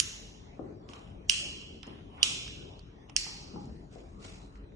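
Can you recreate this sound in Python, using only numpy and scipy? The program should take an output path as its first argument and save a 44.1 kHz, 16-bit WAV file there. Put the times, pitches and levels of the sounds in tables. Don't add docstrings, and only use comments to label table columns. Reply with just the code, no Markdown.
import sys
import numpy as np
from scipy import signal
from scipy.fft import rfft, irfft
from scipy.io import wavfile
from scipy.ndimage import uniform_filter1d

SR = 44100
rng = np.random.default_rng(int(sys.argv[2]) if len(sys.argv) > 2 else 0)


def materialize(psi):
    bounded = np.clip(np.atleast_2d(psi).T, -1, 1)
    quanta = np.round(bounded * 32767).astype(np.int16)
    wavfile.write(sys.argv[1], SR, quanta)


def undo_db(level):
    steps = np.asarray(level, float) / 20
    return 10 ** steps


N = 209817

# start in seconds, peak in dB, room tail in dB rms, chatter length in ms,
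# level in dB of the creak before the snap.
SNAPS = [
    (.0003, -6.5, -41, .9, -60),
    (1.2964, -7, -33.5, 1, -17.5),
    (2.2294, -5, -34, 1.0, -27.5),
    (3.1643, -7.5, -39, .85, -36),
]
# pitch in Hz, width in Hz, level in dB.
ROCKERS = [
    [(2820, 600, -11), (5140, 600, -2), (5600, 330, -2.5), (6450, 300, -1.5), (6800, 740, -6.5),
     (9200, 1200, -12.5)],
    [(2780, 270, -5), (5160, 310, -8.5), (5740, 92, -7.5), (6100, 120, -8.5), (8820, 1400, -17.5),
     (10700, 160, -26.5)],
    [(2940, 160, -4.5), (4110, 250, -9), (4850, 660, -14.5), (5860, 120, -6), (6950, 180, -15.5),
     (9420, 270, -17)],
    [(2900, 540, -17), (4530, 130, -13), (5453, 230, -5.5), (6500, 810, -17.5), (8030, 130, -15),
     (9000, 380, -19)],
]
# frequency in Hz, level in dB per Hz.
TAILS = [
    [(710, -37.5), (1200, -14), (2550, -11), (2830, 0), (3080, -5.5), (4840, -9.5), (5730, -4),
     (6600, -3.5), (8190, -17), (10300, -10.5), (11000, -21), (11400, -60.5), (14800, -92.5), (22000, -120)],
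    [(710, -45.5), (1200, -21.5), (2150, -17), (2910, 4), (3350, -3), (3710, -26), (4040, -7.5),
     (4660, -10), (5310, -7.5), (7890, -14.5), (8920, -12), (11400, -56.5), (14800, -88.5), (22000, -120)],
    [(710, -30.5), (1200, -9.5), (1900, -24.5), (2200, -7.5), (2700, 1.5), (3140, 3.5), (4480, -8.5),
     (5310, -3.5), (6850, -7.5), (9350, -14), (11100, -31.5), (11400, -87.5), (14800, -113), (22000, -120)],
    [(710, -40.5), (1200, -22), (1490, -25.5), (1850, -12.5), (2830, -5), (3850, -12.5), (4450, 2.5),
     (4790, -2), (5360, -2.5), (9090, -16.5), (10500, -17), (11400, -36.5), (14800, -81), (22000, -120)],
]
# delay in ms, level in dB.
ECHOES = [(1.4, -5), (3.9, -14), (5.6, -12), (7.6, -17), (9.5, -13.5), (12.3, -18.5)]
# frequency in Hz, left over right in dB.
PORTS = [(200, 4.5), (1000, -3), (2000, 0.5), (2700, -14.5), (3200, -20.5), (3600, -3), (4400, -8.5),
         (5200, -6.5), (6200, -8), (7500, -9.5), (8300, 1.5), (11000, 1.5)]
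# frequency in Hz, how far the left port is turned ahead of the right one, in radians.
PORT_TURN = [(200, 0), (2000, .8), (3000, 1.5), (4600, 2.4), (5100, 0), (7000, .5), (8000, 1.6),
             (11000, 2.8)]


def snap(mix, row, modes, colour):
    s, db, room_db, chatter_ms, creak_db = row
    lead = 600
    ms = (np.arange(lead + 200) - lead) * 1000 / SR
    chatter = np.exp(-(np.maximum(ms, 0) / chatter_ms) ** 2) * (ms >= 0)
    creak = undo_db(creak_db) * np.exp(np.minimum(ms, 0) / 6.0) * (ms < 0)
    x = np.convolve(rough(chatter + creak), ring(modes, rise_ms=0.011))
    x = signal.sosfilt(signal.butter(3, 1700, "high", fs=SR, output="sos"), x)
    x = undo_db(db) * x / abs(x).max()

    hz = np.fft.rfftfreq(len(x), 1 / SR)
    lean, turn = read(PORTS, hz) / 2, read(PORT_TURN, hz) / 2
    level = undo_db(np.array([lean, -lean]))
    phase = np.exp(1j * np.array([turn, -turn]))
    near = np.zeros((2, len(x) + 800))
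    add(near, 0, irfft(rfft(x) * level * phase, len(x)))

    near_db = -4.5
    jitter = rng.uniform(-0.81, 1, (len(ECHOES), 2))
    for (delay_ms, echo_db), (shift, side) in zip(ECHOES, jitter):
        sides = undo_db(3.1 * side * np.array([[1], [-1]]))
        add(near, (delay_ms + 0.29 * shift) / 1000, undo_db(echo_db + near_db) * x * sides)
    add(mix, s - lead / SR, near[:, max(lead - round(s * SR), 0):])
    add(mix, s, undo_db(room_db) * room(colour))


# start in seconds, peak in dB, ring in Hz, brightness in dB, room in dB.
TICKS = [(0.8889, -48, 2940, -5.5, 2), (0.9342, -42.5, 2900, -5.5, 13.5), (1.8305, -38, 3100, -11, 12.5),
         (1.8681, -53, 6670, -7.5, 2), (2.1766, -60, 2280, -13, 27.5), (2.4783, -37, 3090, 1, -7.5),
         (2.6879, -65.5, 2800, 0.5, -9.5), (2.7925, -50, 4530, -18.5, -3), (3.0966, -43.5, 2700, -7, 5.5),
         (3.2431, -35.5, 5400, 9, 12), (3.655, -58, 7000, -6, 9), (4.2368, -63.5, 4110, -4, -23),
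         (4.5553, -55.5, 2080, -17.5, 11.5), (4.7197, -62, 2060, -25.5, 5)]


def tick(row, tail):
    s, db, hz, bright_db, room_db = row
    scratch = rough(np.exp(-np.arange(500) / 150.0))
    modes = [(hz, 600, 0), (1300, 500, -8), (5400, 700, bright_db), (8000, 3000, bright_db - 20.5)]
    x = np.convolve(scratch, ring(modes, rise_ms=0.05, size=600))
    plate_lean_db = -13.5
    return s, heard(undo_db(db + 1.0) * x / abs(x).max(), plate_lean_db, room_db, tail)


# start in seconds, peak in dB, upper ring in dB,
# left over right in dB, room in dB.
KNOCKS = [
    [(0.593, -35, -14, 11, 6.5), (0.704, -47.5, -12.5, 1, -2), (3.914, -64, -7, 0, 16),
     (3.957, -46.5, -5.5, 18, 12)],
    [(0.895, -46.5, -16, 5.5, -23), (1.867, -49, -24, 7, 16.5), (1.899, -72, -17, 13, -22.5),
     (2.463, -58, 3, 7, -7.5)],
    [(3.265, -38, -2, 1, 7), (3.534, -42.5, -12, -0.5, 17.5), (3.559, -40.5, 5, -5, 2.5),
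     (4.25, -51, -5, 4, -7)],
]
# ring in Hz, upper ring in Hz.
BODIES = [
    (332, 700),
    (185, 1000),
    (189, 870),
]


def knock(row, tail):
    s, db, upper_db, lean_db, room_db, hz, upper_hz = row
    push = np.hanning(30)
    low = [(hz, 110, 0), (1.6 * hz, 160, -4)]
    upper = [(upper_hz, 130, upper_db), (1.4 * upper_hz, 300, upper_db - 3.0)]
    x = np.convolve(push, ring(low + upper, rise_ms=0.91, size=3000))
    return s, heard(undo_db(db + 3.5) * x / abs(x).max(), lean_db, room_db, tail)


# peak in seconds, level in dB, rise and fall in seconds.
SLIDE = [
    (0.91, -61, 0.01, 0.12),
    (.96, -62.5, 0.058, 0.4),
    (1.875, -57.5, .02, 0.24),
    (2.218, -55, .22, .006),
    (3.094, -58.5, 0.015, .07),
    (3.16, -45.5, 0.0026, 0.0023),
]
# frequency in Hz, level in dB per Hz.
PALM = [(290, -33), (500, -7.5), (1050, -4.5), (1440, -32.5), (3040, -8), (4000, -35.5), (5480, -29),
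        (7490, -59), (9120, -26), (11400, -76), (14800, -104), (22000, -120)]
# peak in seconds, level in dB, rise and fall in seconds.
RUSTLE = [
    (.9, -56, 0.03, 0.092),
    (.95, -61, 0.029, 0.29),
    (3.6, -65.5, 0.0042, 0.46),
    (3.93, -62, 0.043, 0.49),
    (4.25, -50, 0.083, 0.37),
    (4.56, -69.5, 0.056, 0.06),
]
# frequency in Hz, level in dB per Hz.
CLOTH = [(290, -48), (500, 1.5), (658, -6.5), (1410, -6.5), (1580, -14.5), (2190, -6), (4440, -9),
         (7020, -12.5), (9240, -17), (11400, -55.5), (14800, -88), (22000, -120)]


def rustle(strokes, colour, gain_db):
    t = np.arange(N) / SR
    level = np.zeros(N)
    for s, db, rise, fall in strokes:
        swell = np.interp(t, [s - abs(rise), s, s + abs(fall)], [0, 1, 0])
        level += undo_db(db) * swell ** 2.08
    grain = undo_db(2.0 * evened(uniform_filter1d(rng.standard_normal(N), 300)))
    hiss = pair(N, 256, lambda hz, t: read(colour, hz) + 0 * t)
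    return undo_db(gain_db) * hiss * evened(grain) * uniform_filter1d(level, 400)


# start in seconds, pitch in Hz, level in dB, time to fall 60 dB in seconds.
CONDUIT = [
    (0.886, 1130, -54, 0.42),
    (0.938, 1143, -56.5, 0.32),
    (.975, 1138, -63, 0.37),
    (1.83, 5200, -58.5, 0.404),
    (3.564, 824, -44, 0.38),
]


def conduit(mix):
    t = np.arange(SR // 2) / SR
    for s, hz, db, t60 in CONDUIT:
        flutter = 1 + .5 * evened(uniform_filter1d(rng.standard_normal((len(t), 2)).T, size=500))
        fade = undo_db(db - 60 * t / t60) * (1 - np.exp(-t / 0.0022))
        note = np.sin(2 * np.pi * hz * t + np.array([[0], [1.8]]))
        add(mix, s, fade * note * flutter)


# frequency in Hz, level in dB per Hz.
AIR = [(12, -36), (20, -14.5), (48, -1), (101, -3.5), (212, -7), (236, -11), (300, -11), (352, -11),
       (435, -11), (510, -20.5), (552, -18.5), (1070, -24.5), (1640, -33.5), (6520, -49.5), (11400, -74.5),
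       (14800, -101), (22000, -120)]
# time in seconds, level in dB.
RUMBLE = [(0.0, -52), (0.33, -56.5), (0.52, -51.5), (1.539, -53.5), (1.849, -54.5), (2.33, -49),
          (3.048, -57), (3.36, -56), (3.7, -48), (3.84, -52), (4.53, -53.5), (4.76, -52.5)]


def air():
    s, db = np.transpose(RUMBLE)

    def wander(hz, t):
        rumble = (np.interp(t, s, db) - db.mean()) / (1 + (hz / 600) ** 2)
        blotches = 7.0 * patches(hz, t) * hz / (hz + 800)
        return read(AIR, hz) + rumble + blotches

    return undo_db(-49.5) * pair(N, 2048, wander)


def patches(hz, t):
    x = uniform_filter1d(rng.standard_normal((len(t), len(hz))), size=8, axis=0)
    return evened(uniform_filter1d(x, size=20, axis=1)).T


# pitch in Hz, width in Hz, level in dB rms.
FAN = [
    (45, 14, -54.5),
    (209.4, 20, -70.5),
    (279.8, 7.2, -64.5),
]


def fan():
    def humps(hz, t):
        power = sum(undo_db(2 * db) / width / (1 + (2 * (hz - f) / width) ** 4) for f, width, db in FAN)
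        return 10 * np.log10(power) + 0 * t

    total = np.linalg.norm(undo_db(np.transpose(FAN)[2]))
    return total * pair(N, 16384, humps)


# pitch in Hz, peak level in dB before wavering.
WHINE = [
    (9020, -92),
    (6000, -91),
]


def whine():
    waver_db, waver_s = 3.5, .12
    t, span = np.arange(N) / SR, round(waver_s * SR)
    drift = uniform_filter1d(rng.standard_normal((len(WHINE), N)), span)
    waver = evened(uniform_filter1d(drift, span))
    tones = sum(undo_db(db + waver_db * w) * np.sin(2 * np.pi * hz * t) for (hz, db), w in zip(WHINE, waver))
    return tones * undo_db(np.array([[1.5], [-1.5]]))


def rough(shape):
    x = rng.standard_normal(len(shape)) * shape
    for _ in range(4):
        z = rfft(x, 2048)
        x = irfft(z / (abs(z) + 1e-9), 2048)[:len(shape)]
        x = x * shape / np.sqrt(uniform_filter1d(x ** 2, size=24) + 1e-14)
    return x


def ring(modes, rise_ms, size=2000):
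    t = np.arange(size) / SR
    x = np.zeros(size)
    for (hz, width, db), phase in zip(modes, rng.random(8)):
        decay = np.exp(-np.pi * width * t)
        x += undo_db(db) * width * decay * np.sin(2 * np.pi * (hz * t + phase))
    x = x * (1 - np.exp(-t * 1000 / rise_ms)) ** 2
    return x / abs(x).max()


def heard(x, lean_db, room_db, tail):
    wet = undo_db(room_db) * signal.fftconvolve(x[None], tail / np.linalg.norm(tail[0]), axes=1)
    add(wet, 0, x * undo_db(np.array([[lean_db / 2], [-lean_db / 2]])))
    return wet


# frequency in Hz, time to fall 60 dB in seconds.
ROOM_T60 = [(200, 1), (1000, 0.64), (2500, 1.026), (4000, 1.026), (6000, 0.84), (9000, 0.62)]


def room(colour, start_ms=0.9, build_ms=2.0):
    def dying(hz, t):
        return read(colour, hz) - 60 * (t - .09) / np.maximum(read(ROOM_T60, hz), .1)

    ms = np.arange(60000) * 1000 / SR
    tail = pair(60000, 256, dying) * (1 - np.exp(-np.maximum(ms - start_ms, 0) / build_ms))
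    return tail / np.sqrt(np.mean(tail[:, :SR // 5] ** 2))


# frequency in Hz, likeness (negative = opposite sign).
DIFFUSE_SAME = [(60, .96), (200, .93), (500, .1), (1100, -.5), (1800, 0), (2900, -.45), (3500, -.4),
                (4000, -.05), (4650, -.55), (5300, .5), (6300, .4), (7300, .75), (8100, .05), (10800, -.8)]
# frequency in Hz, left over right in dB.
DIFFUSE_LEAN = [(60, 2.5), (400, 4.5), (1000, 1), (3000, -1.5), (5500, -1.5), (7000, 0), (9000, 1.5),
                (11000, 0)]


def pair(length, size, shape):
    hop, hz = size // 4, np.fft.rfftfreq(size, 1 / SR)[:, None]
    t = np.arange(length // hop + 5) * hop / SR
    a, b, c, d = rng.standard_normal((len(t), len(hz), 4)).T
    like, lean = read(DIFFUSE_SAME, hz), read(DIFFUSE_LEAN, hz)
    left = a + 1j * b
    right = like * left + np.sqrt(1 - like ** 2) * (c + 1j * d)
    z = np.array([left * undo_db(lean / 2), right * undo_db(-lean / 2)]) * undo_db(shape(hz, t))
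    return evened(signal.istft(z, nperseg=size, noverlap=size - hop)[1][:, :length])


def evened(x):
    return x / np.sqrt(np.mean(x ** 2) + 1e-20)


def read(points, hz):
    f, value = np.transpose(points)
    return np.interp(np.log(hz + 1), np.log(f + 1), value)


def add(mix, s, sound):
    part = mix[:, max(round(s * SR), 0):][:, :sound.shape[1]]
    part += sound[:, :part.shape[1]]


# frequency in Hz, level in dB.
ROOM_COLOUR = [(300, 10.5), (1500, 13.5), (2300, 5), (3000, 3), (4300, 4.5), (6000, -24), (8000, -17.5),
               (11000, 14)]


def scene():
    mix = air() + fan() + rustle(RUSTLE, CLOTH, gain_db=0.5) + rustle(SLIDE, PALM, gain_db=6.0)
    conduit(mix)
    for row, modes, colour in zip(SNAPS, ROCKERS, TAILS):
        snap(mix, row, modes, colour)
    tails = [room(ROOM_COLOUR) for _ in range(3)]
    for k, row in enumerate(TICKS):
        add(mix, *tick(row, tails[k % 3]))
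    blows = sorted((*blow, *body) for body, hits in zip(BODIES, KNOCKS) for blow in hits)
    for k, row in enumerate(blows):
        add(mix, *knock(row, tails[k % 3]))
    return mix + whine()


# frequency in Hz, level in dB against the other.
STARVED = [(500, -14), (2000, -8), (3300, -5), (4000, -3), (4600, -4), (6000, -4.5), (7500, -4), (8400, -1),
           (9000, -2)]


def starve(x, size, band):
    hz, _, z = signal.stft([x[0] + x[1], x[0] - x[1]], SR, nperseg=size, noverlap=size // 2)
    power = abs(z[:, :-1]) ** 2
    bands = np.add.reduceat(power, np.arange(0, size // 2, band), axis=1)
    bands = bands.repeat(band, 1)[:, :size // 2] + 1e-30
    weak = bands < bands[::-1] * undo_db(2 * read(STARVED, hz[:-1]))[:, None]
    calm = power.sum((0, 1)) < undo_db(2 * -32)
    z[:, :-1] *= 1 - (weak & calm)
    both, apart = signal.istft(z, SR, nperseg=size, noverlap=size // 2)[1][:, :x.shape[1]]
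    return np.array([both + apart, both - apart]) / 2


def band_limit(x):
    return signal.sosfilt(signal.butter(12, 11540, fs=SR, output="sos"), x)


def record(dry):
    cut = signal.sosfilt(signal.butter(4, 40, "high", fs=SR, output="sos"), dry)
    cut = np.tanh(cut * .8) / .8
    edge = signal.firwin(255, 11300, window=("kaiser", 9), fs=SR)
    limited = signal.oaconvolve(cut, edge[None], "same")
    mix = starve(limited, 2048, 14)
    return band_limit(mix)


dry = scene()
out = record(dry)
materialize(out)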